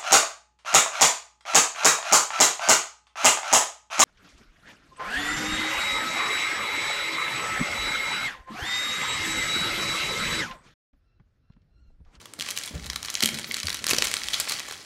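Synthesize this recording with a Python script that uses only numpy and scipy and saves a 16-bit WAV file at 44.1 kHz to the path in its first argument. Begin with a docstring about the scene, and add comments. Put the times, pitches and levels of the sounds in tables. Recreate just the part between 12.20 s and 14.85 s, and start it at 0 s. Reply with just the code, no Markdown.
"""Thin plastic shrink wrap is pulled off a cardboard box and scrunched in one hand, in a small room.
From the start, tiny creases crackle, sliding film rustles and bigger creases buckle in sharp snaps.
Soon the box is turned over and bumps on the table, again and again. Halfway through, the film slips
over an edge with a thin hiss. The scrunching gets louder, then eases. The room rings after each sound."""
import sys
import numpy as np
from scipy import signal
from scipy.fft import rfft, irfft
from scipy.io import wavfile
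from scipy.ndimage import uniform_filter1d

SR = 44100
rng = np.random.default_rng(int(sys.argv[2]) if len(sys.argv) > 2 else 0)


def digitize_waveform(pressure):
    """Quantize a signal to 16-bit integers and store it at the path in sys.argv[1].

    Rows of a 2-D input are taken as channels; values are limited to [-1, 1].
    """
    field = np.atleast_2d(pressure).T
    bounded = np.clip(field, -1, 1)
    quanta = np.round(bounded * 32767).astype(np.int16)
    wavfile.write(sys.argv[1], SR, quanta)


N = 116865
TIME_S = np.arange(N) / SR
SIZE, CRACK_AT = 2048, 128  # in samples: the space for building one click, and where its crack falls
BINS_HZ = np.fft.rfftfreq(SIZE, 1 / SR)
RING_OCTAVES = 0.17  # width of the pitch band in which a patch of film rings


def amp(db):
    """Turns decibels into a number to multiply a sound by."""
    return 10 ** (np.asarray(db) / 20)


def unit(x):
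    """Scales a sound to an average (rms) level of 1."""
    return x / np.sqrt(np.mean(x ** 2) + 1e-20)


def read(points, hz):
    """Looks up a table's value at any pitch, gliding between its rows."""
    pitch_hz, value = np.transpose(points)
    return np.interp(np.log(hz + 1), np.log(pitch_hz), value)


def add(mix, start_s, sound):
    """Mixes a sound in at the given time."""
    part = mix[max(round(start_s * SR), 0):][:len(sound)]
    part += sound[:len(part)]


def noise(tone):
    """Steady noise at level 1, shaped by a table of pitch_hz, level_db."""
    gain = amp(read(tone, np.fft.rfftfreq(N, 1 / SR)))
    return unit(irfft(rfft(rng.standard_normal(N)) * gain, N))


def hump(centre_hz, octaves):
    """A bell-shaped curve of height 1 around a pitch."""
    return np.exp(-.5 * (np.log2((BINS_HZ + 1) / centre_hz) / octaves) ** 2)


def struck_filter(tone_db):
    """A filter with the given tone that rings only after it is struck, never before."""
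    log_gain = np.log(amp(np.r_[tone_db, tone_db[-2:0:-1]]))
    return np.exp(np.conj(signal.hilbert(log_gain)))[:len(tone_db)]


def buckle(tone_db, flutter_s, crack_share=0.18, creak_share=0.33):
    """One crease flips: a short creak, a sharp crack, then a quickly fading flutter."""
    t = (np.arange(SIZE) - CRACK_AT) / SR
    fade_s = flutter_s * np.where(t < 0, creak_share, 1)
    motion = rng.standard_normal(SIZE) * np.exp(-abs(t) / fade_s)
    motion *= np.sqrt(1 - crack_share) / np.linalg.norm(motion)
    motion[CRACK_AT] -= np.sqrt(crack_share)
    spectrum = rfft(motion)
    spectrum /= np.sqrt(uniform_filter1d(abs(spectrum) ** 2, size=50))  # even out chance peaks
    click = irfft(spectrum * struck_filter(tone_db))[:SIZE // 2]
    return click / np.linalg.norm(click)


def crackle(effort_db, patches=32, ring_db=9.5, size_spread_db=4.5):
    """Tiny creases flip on patches of film of many pitches; harder work flips more of them."""
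    # tone of the tiny creases: pitch_hz, level_db
    crackle_tone = [(100, -8), (400, -28), (800, -30), (1300, 1), (2100, 1), (3200, 1.5), (4500, 1),
                    (6500, -1.5), (9000, -7.5), (12000, -15.5), (16000, -48)]
    crowding = amp(0.58 * effort_db)
    clicks_per_s = 500 * crowding
    sizes = amp(size_spread_db * np.minimum(rng.exponential(1, N), 3)) / np.sqrt(crowding)
    sizes *= rng.random(N) < clicks_per_s / SR
    patch = rng.integers(0, patches, N)
    octaves_up = np.log2(np.maximum(BINS_HZ, 1000) / 1000)
    out = np.zeros(N)
    for k, ring_hz in enumerate(np.geomspace(1800, 11000, patches)):
        brightness_db = 1.5 * rng.uniform(-0.81, 1) * octaves_up
        tone_db = read(crackle_tone, BINS_HZ) + ring_db * hump(ring_hz, RING_OCTAVES) + brightness_db
        click = buckle(tone_db, flutter_s=0.0013)
        out += signal.oaconvolve(sizes * (patch == k), click)[CRACK_AT:][:N]
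    return amp(effort_db - 48.5) * unit(out)


def rustle(effort_db):
    """Sliding film rustles; this changes less with the hand's effort than the crackle does."""
    # tone of sliding film: pitch_hz, level_db
    rustle_tone = [(100, 0.5), (300, -3.5), (700, 4), (1300, 3), (2200, -8), (4500, 3), (8000, -3),
                   (12000, -14), (16000, -13)]
    # how much the film slides as it is worked: time_s, level_db
    sliding = [(1.15, 1), (1.34, -5), (1.62, -6), (1.72, 1)]
    sliding_db = np.interp(TIME_S, *np.transpose(sliding))
    return amp(0.81 * effort_db + sliding_db - 53.5) * noise(rustle_tone)


def scrunch(medium_db=-47):
    """The hand works the film, and both crackle and rustle follow its effort."""
    # how hard the film is worked: time_s, level_db
    hand_work = [(0, -48.5), (.176, -74), (0.188, -42), (.31, -38.5), (.345, -45), (.368, -40),
                 (.46, -39.5), (.52, -48.5), (.62, -47.5), (.79, -48), (0.851, -41.5), (.96, -38.5),
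                 (1.01, -42), (1.06, -40.5), (1.2, -39), (1.279, -42), (1.351, -33), (1.43, -44.5),
                 (1.521, -38.5), (1.62, -44), (1.699, -37), (1.861, -33), (2.0, -36), (2.12, -37.5),
                 (2.149, -30.5), (2.26, -39), (2.316, -31), (2.43, -43.5), (2.52, -40.5), (2.65, -49.5)]
    effort_db = np.interp(TIME_S, *np.transpose(hand_work)) - medium_db
    return crackle(effort_db) + rustle(effort_db)


def air():
    """The quiet, low hush of the room."""
    # tone of the hush: pitch_hz, level_db
    air_tone = [(25, -26), (50, -23), (95, 8.5), (140, 1), (300, 4.5), (700, -4), (2000, -9), (6000, -9),
                (16000, -36)]
    return amp(-54.5) * noise(air_tone)


def snaps(ring_db=8, boost_db=21, flutter_stretch=2.16):
    """Big creases snap, each with the ring and tone of its own patch of film."""
    # creases, before boost and stretch: start_s, level_db, ring_hz, body_db, treble_db, flutter_s
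    creases = [(0.0147, -46, 6250, 29, 13, 0.0012), (0.057, -37, 3200, 14, 6.5, 0.001),
               (0.1369, -34.5, 8300, 6, 5.5, 0.00051), (0.191, -35, 4390, 12, 8, 0.00046),
               (0.198, -28, 3450, -12, 0, 0.00064), (0.2093, -24, 3080, -5, -1.5, 0.0002),
               (0.2194, -30, 4570, -17, -2, 0.00053), (0.2237, -27, 2440, -12, -1, 0.00042),
               (0.2645, -32, 6070, -2, -19, 0.00099), (0.2881, -25.5, 2620, 4, 0, 0.0016),
               (0.306, -27.5, 6200, -5, 9, 0.0003), (0.31, -25.5, 4230, -24, 9.5, 0.0004),
               (0.366, -30.5, 3620, -14, 5, 0.0013), (0.375, -22, 2600, -14, 2.5, 0.00074),
               (0.3871, -27, 6250, -24, 8, 0.00051), (0.4285, -36, 2310, -18, -7, 0.00057),
               (0.4362, -29, 4380, -14, 4, 0.0014), (0.461, -33, 8100, 7, 18, 0.00091),
               (0.477, -31.5, 3450, 3, 2, 0.001), (0.6427, -36.1, 3770, -1, -1, 0.001),
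               (0.6603, -36, 7200, 2, 5, 0.00089), (0.6653, -32, 3970, 4, 4, 0.0021),
               (0.7003, -22.5, 5450, 1, -5, 0.00063), (0.7324, -31, 4150, 8, 0, 0.00068),
               (0.7601, -22, 4100, 6, 2, 0.00082), (0.8296, -29, 5750, 2, 5, 0.00026),
               (0.849, -27.5, 4440, 2, 2, 0.0016), (0.8583, -31.5, 6000, 9, 8, 0.0005),
               (0.8847, -28, 3400, 6, -15, 0.00031), (0.902, -25, 6160, -8, 6, 0.00094),
               (0.9418, -27, 7200, 12, 9.5, 0.00058), (0.953, -19, 6400, -42, -9, 0.00033),
               (1.006, -21, 4130, -4, -1, 0.00052), (1.024, -22, 5500, 9.5, 3, 0.00092),
               (1.027, -16.5, 2300, -4.5, 4, 0.00046), (1.0328, -19.5, 3100, -30, -7, 0.0013),
               (1.0365, -15, 4340, -21, 5.5, 0.00022), (1.0455, -22, 7670, -1, -2, 0.00025),
               (1.0587, -14.5, 3270, -10, 8, 0.0004), (1.0756, -25.5, 4050, -2, 5, 0.00026),
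               (1.0894, -22.5, 2170, 3, 2, 0.00044), (1.1441, -27, 3750, -3, 3, 0.00068),
               (1.149, -32, 4300, -16, 3, 0.00049), (1.1739, -32.5, 4200, -6, -15, 0.0006),
               (1.1878, -27.5, 9100, 3, -2, 0.00054), (1.196, -31, 7800, 15, 6, 0.0002),
               (1.244, -28, 4460, 0, -39, 0.00046), (1.3118, -23.5, 2080, -15, -41, 0.00058),
               (1.3205, -29.5, 4660, -12, 11, 0.00043), (1.3433, -21, 4170, -10, 1.5, 0.00036),
               (1.3679, -25.5, 7800, 2, 0, 0.00076), (1.3902, -32, 3170, -17, -2, 0.00035),
               (1.4016, -27, 6460, -8, 2, 0.00032), (1.4068, -33, 2450, -19, -20, 0.00064),
               (1.4322, -25, 4650, -3, -1, 0.0011), (1.456, -33, 9200, -11, 5, 0.00074),
               (1.47, -20.5, 4620, -33, -1.5, 0.00073), (1.4837, -23, 1770, 4, -8, 0.00083),
               (1.495, -28, 5500, -10, 4, 0.0003), (1.503, -23, 3900, 3, 1.5, 0.00068),
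               (1.5287, -27, 4440, -2, 4, 0.0011), (1.5448, -25, 5800, 7, 8, 0.00078),
               (1.5485, -28, 3800, -14, -2, 0.00033), (1.5705, -33.5, 3060, -12, 4, 0.00028),
               (1.591, -32.5, 4500, 0, -6, 0.00055), (1.6422, -22, 8400, -0.5, -4.5, 0.0006),
               (1.6673, -19, 4900, 7.5, 8.5, 0.00044), (1.679, -23.5, 3930, -2, -9, 0.00045),
               (1.6859, -22.5, 7350, -3, -1, 0.0011), (1.694, -18, 6400, 6.5, 3, 0.0043),
               (1.704, -19.5, 11400, 0, 4.5, 0.00068), (1.7099, -13, 2460, -5, 1.5, 0.0023),
               (1.7343, -16.5, 4330, 10.5, 1, 0.00086), (1.7472, -23, 5760, 3, 1, 0.0015),
               (1.765, -24, 6140, -8, -1, 0.00092), (1.7847, -15, 5400, -13, -1, 0.0011),
               (1.8231, -14, 2150, -4, -5, 0.00053), (1.8415, -25, 3880, 4, 9, 0.00046),
               (1.8453, -23, 2050, -4, 4, 0.00023), (1.8502, -24, 7650, 8, 12, 0.0008),
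               (1.8544, -23, 3570, -5, 0, 0.00083), (1.8709, -22.5, 5840, -1, 4, 0.00058),
               (1.9147, -25, 2210, 0, 4, 0.00035), (1.9404, -18.5, 8400, -3, -1, 0.000089),
               (1.968, -22, 4170, -3, -2, 0.00034), (2.0354, -27, 5170, -42, -8, 0.00016),
               (2.0855, -21.5, 3280, -15, -4, 0.00036), (2.1348, -19, 3500, -13, -6, 0.0025),
               (2.141, -23, 3430, -9, 0, 0.0008), (2.1434, -20, 4230, -11, -11, 0.00044),
               (2.2004, -19, 7600, 12.5, 17.5, 0.00066), (2.2043, -20.5, 4800, -3, 3, 0.0041),
               (2.2753, -27.5, 2380, 12, -20, 0.0014), (2.2887, -28, 4400, -11, 7, 0.0017),
               (2.2962, -22, 4450, -7, 8, 0.00095), (2.3098, -24.5, 4350, 14.5, 4, 0.00072),
               (2.3211, -21.5, 4200, 6, 6, 0.0011), (2.3878, -30, 3930, 5, -6, 0.0016),
               (2.396, -27.5, 6000, -14, 3, 0.00062), (2.4019, -28, 2160, 3, -8, 0.001),
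               (2.4854, -32.5, 7020, 25, 9.5, 0.002), (2.5107, -29.5, 3900, 17, 2, 0.00086),
               (2.524, -32, 5900, 17, 6, 0.00084)]
    # tone shared by all snaps: pitch_hz, level_db
    film_tone = [(60, -23), (200, -10.5), (400, -9.5), (800, -10.5), (1300, -3), (2100, -2.5), (3000, -1.5),
                 (4200, -1.5), (6000, -4), (8000, -7), (11000, -11.5), (14000, -17), (16000, -26)]
    body = BINS_HZ / (BINS_HZ + 140) / (1 + (BINS_HZ / 1450) ** 4)  # film is too light for deep bass
    treble = 1 - 1 / (1 + (BINS_HZ / 6700) ** 6)
    out = np.zeros(N)
    for start_s, level_db, ring_hz, body_db, treble_db, flutter_s in creases:
        tone_db = read(film_tone, BINS_HZ) + ring_db * hump(ring_hz, RING_OCTAVES)
        tone_db += body_db * body + treble_db * treble
        snap = buckle(tone_db, flutter_stretch * flutter_s)
        add(out, start_s - CRACK_AT / SR, amp(level_db + boost_db) * snap)
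    return out


def hollow(film):
    """Close echoes off the box and table make the film sound hollow."""
    # peaks and dips made by the echoes: pitch_hz, level_db
    echo_tone = [(1700, -1), (2250, 3), (2680, -3), (2950, 1), (3220, 2), (3560, -2.5), (3950, 0.5),
                 (4500, 0), (4900, -1), (5200, 0)]
    echoes = irfft(struck_filter(read(echo_tone, BINS_HZ)))[:SIZE // 2]
    return signal.oaconvolve(film, echoes)[:N]


def room(sound, build_s=0.0011):
    """Echoes from the walls blur into a short tail that lasts longest in the bass."""
    # time the room takes to fade by 60 dB: pitch_hz, ring_s
    ring_times = [(100, 0.88), (400, 0.48), (1200, 0.38), (3500, 0.51), (8000, 0.22), (15000, 0.35)]
    # tone of the tail: pitch_hz, level_db
    tail_tone = [(100, -1), (400, -4), (1000, -4.5), (2200, -7.5), (5000, -10), (9000, -9), (15000, -11.5)]
    hz, t, spectrum = signal.stft(rng.standard_normal(SR), SR, nperseg=256)
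    ring_s = read(ring_times, hz)[:, None]
    fade = np.exp(-np.log(1000) * t / ring_s)
    same_energy = np.sqrt(2 * np.log(1000) / (ring_s * SR))  # a longer ring adds no extra energy
    spectrum *= fade * amp(read(tail_tone, hz))[:, None] * same_energy
    tail = signal.istft(spectrum, SR, nperseg=256)[1]
    fade_in = np.minimum(np.arange(len(tail)) / SR / build_s, 1)
    return signal.fftconvolve(sound, tail * fade_in)[:N]


def box_bumps(reach_octaves=0.22):
    """Each bump is a dull push with a cardboard scuff; it wakes the low booms near its pitch."""
    # the box hits the table (levels are relative): start_s, level_db, pitch_hz, rise_s, decay_s, scuff_db
    bumps = [(.184, -40, 293, 0.0022, 0.0082, 1.5), (0.507, -38.5, 196, 0.003, 0.0091, -1.5),
             (0.532, -26, 64.5, 0.012, 0.023, -10.5), (.548, -37.5, 168, 0.0047, 0.012, -15),
             (0.647, -34.5, 80, 0.0022, 0.0071, -3), (1.025, -28, 226, 0.0074, 0.013, -6.5),
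             (1.032, -26, 360, 0.0012, 0.0053, -7), (1.12, -44.5, 133, 0.008, 0.039, 5),
             (1.288, -40, 234, 0.004, 0.013, 0), (1.439, -30, 86, 0.0066, 0.0094, -7),
             (1.608, -40.5, 230, 0.0046, 0.018, 0), (1.708, -27.5, 540, 0.0015, 0.0056, -1),
             (1.731, -18.5, 374, 0.0038, 0.0018, -2), (1.782, -20.5, 540, 0.0021, 0.0019, -4.5),
             (1.799, -42, 50, 0.0074, 0.028, -19), (2.03, -45.5, 58.7, 0.012, 0.064, -19)]
    # tone of scuffed cardboard: pitch_hz, level_db
    cardboard_tone = [(40, -17), (90, -0.5), (170, 6), (350, -4.5), (560, -2.5), (900, -17.5), (2000, -13),
                      (8000, -34)]
    # low notes of the table and room: pitch_hz, level_db, ring_s (time to fade by 60 dB)
    booms = [(80, -22, 0.4), (172, -6, 0.8), (222, -6, 0.5), (360, -25, 0.24)]
    t = np.arange(SR // 2) / SR
    scuff = noise(cardboard_tone)
    out = np.zeros(N)
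    for start_s, level_db, pitch_hz, rise_s, decay_s, scuff_db in bumps:
        swell = (1 - np.exp(-t / rise_s)) ** 2
        shape = swell * np.exp(-t / decay_s)
        push = np.sin(2 * np.pi * pitch_hz * t) + amp(scuff_db) * scuff[round(start_s * SR):][:len(t)]
        bump = shape / shape.max() * push
        for boom_hz, boom_db, ring_s in booms:
            closeness = np.exp(-.5 * (np.log2(boom_hz / pitch_hz) / reach_octaves) ** 2)
            fade = np.exp(-np.log(1000) * t / ring_s)
            bump += amp(boom_db) * closeness * swell * fade * np.sin(2 * np.pi * boom_hz * t)
        add(out, start_s, amp(level_db + 2.5) * bump / 2)
    return out


def slip(peak_s=1.287, spread_s=0.014, level_db=-47.5):
    """The film slides over an edge of the box with a brief, thin hiss."""
    band = np.interp(np.fft.rfftfreq(N, 1 / SR), BINS_HZ, hump(centre_hz=13000, octaves=0.3))
    hiss = unit(irfft(rfft(rng.standard_normal(N)) * band, N))
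    swell = np.exp(-.5 * ((TIME_S - peak_s) / spread_s) ** 2)
    return amp(level_db) * swell * hiss


def scene():
    """Film and box close by, with the room's ring and quiet air, in one channel."""
    near = hollow(snaps() + scrunch()) + slip() + box_bumps()
    return (near + room(near) + air())[None]


def record(dry, low_cut_hz=42, high_cut_hz=15830):
    """Trims away the deepest rumble and the very highest treble."""
    low_cut = signal.butter(4, low_cut_hz, "high", fs=SR, output="sos")
    high_cut = signal.firwin(511, high_cut_hz, window=("kaiser", 9), fs=SR)
    return signal.oaconvolve(signal.sosfilt(low_cut, dry), high_cut[None], "same")


dry = scene()
out = record(dry)
digitize_waveform(out)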